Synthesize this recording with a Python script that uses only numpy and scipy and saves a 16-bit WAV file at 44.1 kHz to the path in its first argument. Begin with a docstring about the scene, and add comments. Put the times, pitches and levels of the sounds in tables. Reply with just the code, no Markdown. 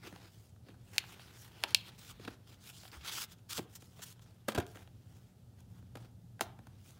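"""Throughout: low house hum and faint hiss, as shaped noise, under the rubbing of hands, fingers and card
on a plastic disc case close to a phone: stick-slip grains, strongest near 3.2 s, softly answered by a room.
From 0.1 s: cushioned bumps and hard snaps, bursts of micro-impacts ringing the case; loudest snap 1.75 s.
From 2.1 s: thuds on lap and carpet, decaying low sines; heaviest landing 4.6 s. A last hard snap: 6.4 s."""
import sys
import numpy as np
from scipy import signal
from scipy.fft import rfft, irfft, next_fast_len
from scipy.io import wavfile
from scipy.ndimage import uniform_filter1d, map_coordinates

SR = 44100
rng = np.random.default_rng(int(sys.argv[2]) if len(sys.argv) > 2 else 0)


def store_wav(level_fs):
    """Save 16-bit WAV to argv[1]."""
    pcm = np.round(np.clip(np.atleast_2d(level_fs), -1, 1) * 32767)
    wavfile.write(sys.argv[1], SR, pcm.T.astype(np.int16))


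def volts(x):
    """Linear amplitude factor 10**(x/20) for a level x in dB, scalar or array-like."""
    e = np.asarray(x, float) / 20
    return 10 ** e


N = 308259  # samples


def unit(x):
    """Scale to rms 1."""
    return x / np.sqrt(np.mean(x ** 2) + 1e-20)


def along(points, hz):
    """(frequency [Hz], value) points read on a log axis."""
    point_hz, value = np.transpose(points)
    return np.interp(np.log(hz + 1), np.log(point_hz + 1), value)


def wobble(rate_hz):
    """Smooth random curve through rate_hz knots a second."""
    knots = rng.standard_normal(int(N * rate_hz / SR) + 4)
    return map_coordinates(knots, [np.arange(N) * rate_hz / SR])


def filtered(x, response):
    """x times a complex response of frequency."""
    size = next_fast_len(N + SR // 2)
    spectrum = rfft(x, size) * response(np.fft.rfftfreq(size, 1 / SR))
    return irfft(spectrum, size)[:N]


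def coloured(x, spectrum):
    """x in the given colour, rms 1."""
    return unit(filtered(x, lambda hz: volts(along(spectrum, hz))))


# house hum in the room's low modes: (frequency [Hz], relative density [dB per Hz])
HUM_COLOUR = [(15, -63.5), (25, -24), (64, -11), (94, -2.5), (108, -0.5), (129, -0.5), (145, -19),
              (164, -7), (181, -7), (195, -15), (211, -13), (284, -21.5), (322, -44.5), (404, -47.5),
              (500, -54), (650, -81), (1100, -120)]
# still air and microphone hiss: (frequency [Hz], relative density [dB per Hz])
AIR_COLOUR = [(180, -34), (300, -4), (863, -14), (1130, -24), (1250, -19), (2240, -29), (3030, -24),
              (15200, -30), (16500, -38)]
HUM_DB, AIR_DB = -56, -71  # mean rms levels


def background():
    """House hum that swells a little, and a nearly steady hiss: two shaped noises."""
    hum = coloured(rng.standard_normal(N), HUM_COLOUR)
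    air = coloured(rng.standard_normal(N), AIR_COLOUR)
    return volts(HUM_DB + 1.5 * wobble(3)) * hum + volts(AIR_DB + 0.23 * wobble(7.3)) * air


# skin and card sliding on the sleeve, a row a stroke: (start [s], end [s], hiss at start [dB],
# hiss at end [dB], shell scrape re hiss [dB], card drag re hiss [dB])
STROKES = [(0.033, 0.074, -75, -66, 12.5, 15.5), (0.087, 0.187, -71, -71, 2, 5.5),
           (0.202, 0.285, -70, -72.5, 3, 5), (0.305, 0.392, -73.5, -71, -4, -6),
           (0.396, 0.5, -69.5, -75.5, -7, -7.5), (0.67, 0.705, -89, -85.5, 13.5, 12.5),
           (0.85, 0.922, -78, -68, -6, -6), (0.933, 0.993, -62, -65, -2, 1),
           (1.065, 1.146, -66, -64.5, 1.5, 0.5), (1.197, 1.283, -67, -72.5, 4, -3),
           (1.327, 1.42, -69.5, -58, -9, -10), (1.42, 1.483, -61, -66, -2, -4),
           (1.544, 1.637, -74, -70, 7.5, 7.5), (1.645, 1.668, -74.5, -76, 0, 16.5),
           (1.681, 1.724, -64.5, -66, 8, 7.5), (1.763, 1.822, -59, -71, 7, -11),
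           (1.835, 1.889, -71, -65, 8.5, 4), (1.983, 2.08, -66.5, -61, 1, -2.5),
           (2.075, 2.113, -58.5, -55.5, 0.5, -2), (2.212, 2.338, -69, -75, 7, 6.5),
           (2.474, 2.544, -73, -69.5, 4.5, 0.5), (2.61, 2.703, -70, -53.5, -1, -5),
           (2.713, 2.784, -65.5, -59.5, -2, -12), (2.792, 2.884, -63, -62.5, -0.5, -5),
           (2.924, 2.97, -63, -64, 1.5, 7), (2.992, 3.055, -81, -63, 8.5, 4.5),
           (3.05, 3.098, -54.5, -47, 3.5, 0.5), (3.103, 3.185, -51.5, -43, -1.5, -5),
           (3.182, 3.243, -45, -45, -4.5, -9), (3.288, 3.329, -71, -62, 2, -6.5),
           (3.385, 3.38, -78, -69.5, 0, -8.5), (3.498, 3.531, -47.5, -43, -2.5, -9.5),
           (3.537, 3.583, -51.5, -42.5, -2.5, -9.5), (3.605, 3.653, -60.5, -77, -5, -2),
           (3.7, 3.744, -73, -63, -8, -9), (3.755, 3.766, -47.5, -55, -11, -11),
           (3.807, 3.962, -67.5, -73.5, -5, -11), (3.961, 4.011, -70, -66.5, -1.5, -1.5),
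           (4.022, 4.04, -49, -50, -9, -9), (4.047, 4.121, -58, -58, -6, -9.5),
           (4.223, 4.241, -65.5, -75, -2, -3), (4.262, 4.33, -79.5, -80.5, 3, 2),
           (4.488, 4.527, -52.5, -64, 0.5, 5), (4.554, 4.623, -75, -74, 13.5, 14.5),
           (4.677, 4.736, -66.5, -68, -3.5, -9), (4.749, 4.833, -67.5, -71.5, -1, 4),
           (5.044, 5.17, -82, -74, -3, 0.5), (5.178, 5.303, -75.5, -83, -2.5, 0.5),
           (5.59, 5.61, -77, -81, 1.5, 2.5), (5.7, 5.789, -83, -75, -4.5, 1),
           (5.979, 6.056, -77.5, -78, 4, 6.5), (6.414, 6.444, -43.5, -61, -7, -5.5),
           (6.449, 6.5, -73.5, -80, 7.5, 5), (6.784, 6.894, -79.5, -64, -4, -8.5),
           (6.902, 6.962, -65, -75, -6, -6)]
# holding hands, never quite still: (time [s], surface hiss [dB])
HOLD = [(0, -77.5), (0.6, -101), (1.0, -72), (2.3, -80), (2.4, -88.5), (3.0, -75), (3.4, -99.5),
        (3.7, -85.5), (4.2, -86), (4.45, -89), (4.6, -79), (4.9, -88), (5.5, -98), (6.0, -88.5),
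        (6.15, -105), (6.7, -86.5), (6.99, -84)]
# body of the holding rub: (scrape re hiss [dB], drag re hiss [dB], rumble re hiss [dB])
HOLD_BODY_DB = [6.5, 6, 4.5]
ATTACK_S, RELEASE_S, QUIET_DB = 0.01744, 0.034, -89.5  # times from quiet up and back down
# rumble re drag in a stroke of light hiss level; rumble lost per dB that a stroke is louder
RUMBLE_DB, LIGHT_DB, RUMBLE_LOSS_DB_PER_DB = 0.5, -70.5, 0.4


def stroke_levels():
    """dB of hiss, scrape, drag and rumble: the loudest stroke at each moment, over the holding hands."""
    time_s = np.arange(N) / SR
    level_db = np.interp(time_s, *np.transpose(HOLD)) + np.r_[0, HOLD_BODY_DB][:, None]
    for start_s, end_s, start_db, end_db, scrape_db, drag_db in STROKES:
        near = slice(max(round(start_s * SR) - SR // 8, 0), round(end_s * SR) + SR // 8)
        t = time_s[near]
        rise_db = max(start_db - QUIET_DB, 6) * np.maximum(start_s - t, 0) / ATTACK_S
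        fall_db = max(end_db - QUIET_DB, 6) * np.maximum(t - end_s, 0) / RELEASE_S
        ramp_db = np.interp(t, [start_s, max(end_s, start_s + 1 / SR)], [start_db, end_db])
        hiss_db = ramp_db - rise_db - fall_db
        louder_db = max(start_db, end_db) - LIGHT_DB
        rumble_db = drag_db + RUMBLE_DB - RUMBLE_LOSS_DB_PER_DB * louder_db
        stroke_db = hiss_db + np.c_[[0, scrape_db, drag_db, rumble_db]]
        level_db[:, near] = np.maximum(level_db[:, near], stroke_db)
    return level_db


# colours of surface hiss, shell scrape, card drag and rumble:
# (frequency [Hz], relative density [dB per Hz])
HISS_COLOUR = [(2500, -37.5), (5200, -2.5), (7000, 0), (10000, -4.5), (13000, -7.5), (16000, -3)]
SCRAPE_COLOUR = [(1300, -42), (2400, -5.5), (3300, 0.5), (5000, -6.5), (8000, -24.5)]
DRAG_COLOUR = [(450, -40), (900, 2.5), (1400, 8.5), (2300, 1), (4000, -24.5)]
RUMBLE_COLOUR = [(120, -35.5), (300, 8), (600, -3), (850, -0.5), (1500, -50.5)]


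def rubbing():
    """Dense stick-slip grains, in four colours, under each stroke and the holding hands."""
    grip_db = 0.95 * wobble(70)
    grains = rng.standard_normal(N) * volts(1.8 * wobble(900) + 1.1 * wobble(250))
    _, _, cells = signal.stft(grains, SR, nperseg=512)
    # the grip shifts which spots of the card ring
    patches = uniform_filter1d(rng.standard_normal(cells.shape), 8, axis=0)
    patches = uniform_filter1d(patches, 8, axis=1)
    grains = signal.istft(cells * volts(2.1 * unit(patches)), SR, nperseg=512)[1][:N]
    colours = (HISS_COLOUR, SCRAPE_COLOUR, DRAG_COLOUR, RUMBLE_COLOUR)
    layers = [coloured(grains, colour) for colour in colours]
    return np.sum(volts(stroke_levels() + grip_db) * layers, axis=0)


# decay of the room: (frequency [Hz], t60 [s])
ROOM_T60_S = [(200, .35), (1000, 0.53), (3000, 0.38), (6000, 0.1), (12000, 0.085)]
# strength of the room's answer: (frequency [Hz], level [dB])
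WALLS_DB = [(200, -15.5), (1000, -18.5), (2000, -21.5), (2500, -24), (3300, -20), (4500, -22.5),
            (8000, -20.5), (14000, -24.5)]


def room(x):
    """Noise tails, each frequency dying at its own speed; a new tail every half second."""
    out, step = np.zeros(N + 2 * SR), SR // 2
    for start in range(0, N, step):
        hz, t, cells = signal.stft(rng.standard_normal(step), SR, nperseg=256)
        decay = volts(-60 * t / along(ROOM_T60_S, hz)[:, None])
        tail = signal.istft(cells * decay, SR, nperseg=256)[1]
        answer = signal.fftconvolve(x[start:start + step], tail / np.linalg.norm(tail))
        out[start + 260:][:len(answer)] += answer  # delay in samples
    return filtered(out[:N], lambda hz: volts(along(WALLS_DB, hz)))


def ringing(blows, modes):
    """Blows through a group of damped modes of alternating sign; a mode's dB is its peak after a unit blow."""
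    def response(hz):
        total = 0
        for k, (centre_hz, width_hz, peak_db) in enumerate(modes):
            resonance = 1j * hz / (centre_hz ** 2 - hz ** 2 + 1j * hz * width_hz)
            total = total + (-1) ** k * volts(peak_db) * SR / (2 * np.pi) * resonance
        return total
    return filtered(blows, response)


def contacts(events, hardness):
    """Unit-energy bursts of micro-impacts swelling and dying in a few contact times, four a contact."""
    t = np.arange(SR // 20) / SR
    chance = rng.standard_normal((len(events), 4, len(t)))
    drive = np.zeros((4, N + len(t)))
    for (time_s, level_db, *rest_db, contact_ms), jolts in zip(events, chance):
        u = t * 1000 / max(contact_ms, .03)
        rattle = volts(-16) * np.exp(-t / 0.0035)  # loose parts rattle on for a moment
        burst = jolts * (u ** 0.96 * np.exp(-u) + rattle)
        burst /= np.linalg.norm(burst, axis=1, keepdims=True)
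        burst[:, round(contact_ms * SR / 1000)] += hardness  # one clean blow
        burst /= np.linalg.norm(burst, axis=1, keepdims=True)
        start = round(time_s * SR)
        drive[:, start:start + len(t)] += volts(level_db + np.r_[0, rest_db])[:, None] * burst
    return drive[:, :N]


# cushioned bumps and taps:
# (time [s], shell [dB], boom re shell [dB], lid re shell [dB], edge re shell [dB])
BUMPS = [(0.1248, -56, 10, 16, -16), (0.5611, -72.5, -5, 17.5, -8), (0.688, -56.5, 6.5, 7, -15),
         (0.7416, -72, -3, 22.5, -10), (1.639, -32.5, -13, 4.5, -11), (2.1965, -59, 12, 6, -5),
         (2.2472, -37, -11, -4.5, -7), (2.2756, -35, -0.5, 4.5, -16), (3.3886, -59.5, -18, -4, -5),
         (3.582, -33.5, -4, -11, -2), (3.59, -46, 14.5, -0.5, -2), (3.821, -51.5, -0.5, 4.5, 7),
         (3.9915, -49.5, 1, -1, -7), (4.2598, -61.5, -4.5, 8, -8), (4.482, -25.5, -3.5, 4.5, 3),
         (4.518, -38.5, -12, 2, 0), (4.547, -30.5, -2, 2.5, 3), (4.557, -33, -8.5, 3, -6),
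         (4.5765, -34.5, 11.5, 9, -14), (4.582, -34.5, 6.5, 3, 6), (4.5985, -34.5, -6, 5, 2),
         (4.7556, -54, 6, 8, 6), (5.6036, -60, -3.5, 0.5, 11), (5.8265, -72, 14.5, 7, 0),
         (5.9525, -44, 1, 6, 1.5), (5.9685, -44.5, -3, 0, 1), (6.0453, -61, 6, 2, -6.5),
         (6.393, -60, -1.5, 20.5, -7.5), (6.4098, -31.5, -2, 2.5, -6), (6.589, -61.5, 13.5, 13, -12),
         (6.668, -53, -0.5, 4.5, 4.5)]
# ringing of the case, low to high: (frequency [Hz], width [Hz], peak [dB])
BOOM_MODES = [(186, 60, 0), (292, 89, 4), (346.3, 47, 0), (525, 265, 7.5)]
LID_MODES = [(657, 260, 0), (810, 146, -0.39), (970, 270, -0.5), (1291, 310, 0), (1600, 350, 0.48)]
SHELL_MODES = [(1770, 790, -10.5), (2345, 220, -7), (2670, 180, -5.5), (3270, 310, -2.5), (3830, 210, -8)]
RIM_MODES = [(4140, 232, -12.5), (4490, 490, -5), (5600, 510, 1.5), (5638, 370, -1.5)]
EDGE_MODES = [(6230, 860, -4), (7560, 1300, -1), (9200, 1400, -0.5), (11980, 1700, -1.5),
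              (15000, 3300, -2.5)]
# contact time at the light-tap level; heavier bumps sink in longer
LIGHT_TAP_MS, LIGHT_TAP_DB, MS_PER_DB = 1.9, -55.5, 0.0656


def bumps():
    """Fingertips and carpet press longer, so the panels boom and the edges rattle."""
    rows = [(*row, LIGHT_TAP_MS + MS_PER_DB * (row[1] - LIGHT_TAP_DB)) for row in BUMPS]
    groups = (SHELL_MODES + RIM_MODES, BOOM_MODES, LID_MODES, EDGE_MODES)
    drives = contacts(rows, hardness=0.68)
    return sum(ringing(blows, modes) for blows, modes in zip(drives, groups))


# hard snaps and ticks:
# (time [s], shell [dB], lid re shell [dB], rim re shell [dB], edge re shell [dB])
SNAPS = [(0.1607, -47, 3.5, 7, -9), (0.6858, -47.5, -2, -21, -23), (0.7028, -54, -10, -11, -14),
         (0.9613, -43, -7, 2, 6), (0.9811, -10.5, -21.5, 2, -0.5), (1.0394, -49.5, 9.5, -8, -10),
         (1.195, -41.5, -1.5, -11, -14), (1.518, -50.5, -11, -11, -10), (1.631, -45, 1, -6, -1),
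         (1.6371, -17, -7.5, 2, -4.5), (1.7069, -46.5, -16, 10, 6.5), (1.7465, -6, -28.5, 6, -5),
         (2.308, -54, 5, 9, -1), (2.834, -45, 0, 3, -7), (2.8524, -43, -2, -9, -13),
         (2.8794, -43.5, -20, -5, -9), (2.9165, -52.5, -4, 15, -1), (3.01, -47, -8, 0, -11.5),
         (3.5786, -30, -1.5, 1, 3), (4.194, -50.5, -1.5, -3, -6.5), (4.666, -47.5, -9, 2, 5),
         (4.7717, -49, 10, -13, -12), (4.875, -49, -2, -16, -17), (6.4093, -22.5, 3, 4.5, 4.5)]
SNAP_MS = 0.14  # contact time


def snaps():
    """Hard plastic on plastic: too brief to move the big panels, it rings shell, lid, rim and edge."""
    rows = [(*row, SNAP_MS) for row in SNAPS]
    groups = (SHELL_MODES, LID_MODES, RIM_MODES, EDGE_MODES)
    drives = contacts(rows, hardness=1.6)
    return sum(ringing(blows, modes) for blows, modes in zip(drives, groups))


# case landing or swinging against lap and carpet:
# (time [s], level before the soft onset [dB], pitch [Hz], t60 [s])
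THUDS = [(2.129, -49.5, 53.4, 0.26), (2.969, -41, 70.2, 0.18), (3.58, -31, 185, 0.038),
         (4.484, -30, 214, 0.091), (4.5767, -13, 212, 0.034), (4.579, -22.5, 90, 0.12)]


def thuds():
    """A soft landing pushes air once and dies in a few low cycles: decaying sines."""
    out, t = np.zeros(N + SR), np.arange(SR // 3) / SR
    onset = 1 - np.exp(-t / 0.0048)
    for time_s, level_db, pitch_hz, t60_s in THUDS:
        thud = volts(level_db - 60 * t / t60_s) * np.sin(2 * np.pi * pitch_hz * t)
        out[round(time_s * SR):][:len(t)] += thud * onset
    return out[:N]


def scene():
    """Case close by, a little room, the house behind."""
    case = rubbing() + bumps() + snaps() + thuds()
    return (background() + case + room(case))[None]


def band_limit(x):
    """A steep low-pass at the top of the band."""
    return signal.sosfilt(signal.butter(12, 16860, fs=SR, output="sos"), x)


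# microphone response: (frequency [Hz], gain [dB])
MIC_DB = [(20, -33), (45, -1.5), (70, -2), (15700, 0), (16300, -27.5), (17000, -55)]


def record(dry):
    """The phone's microphone drops the deep bass and the top treble."""
    mix = filtered(dry[0], lambda hz: volts(along(MIC_DB, hz)))[None]
    return band_limit(mix)


dry = scene()
out = record(dry)
store_wav(out)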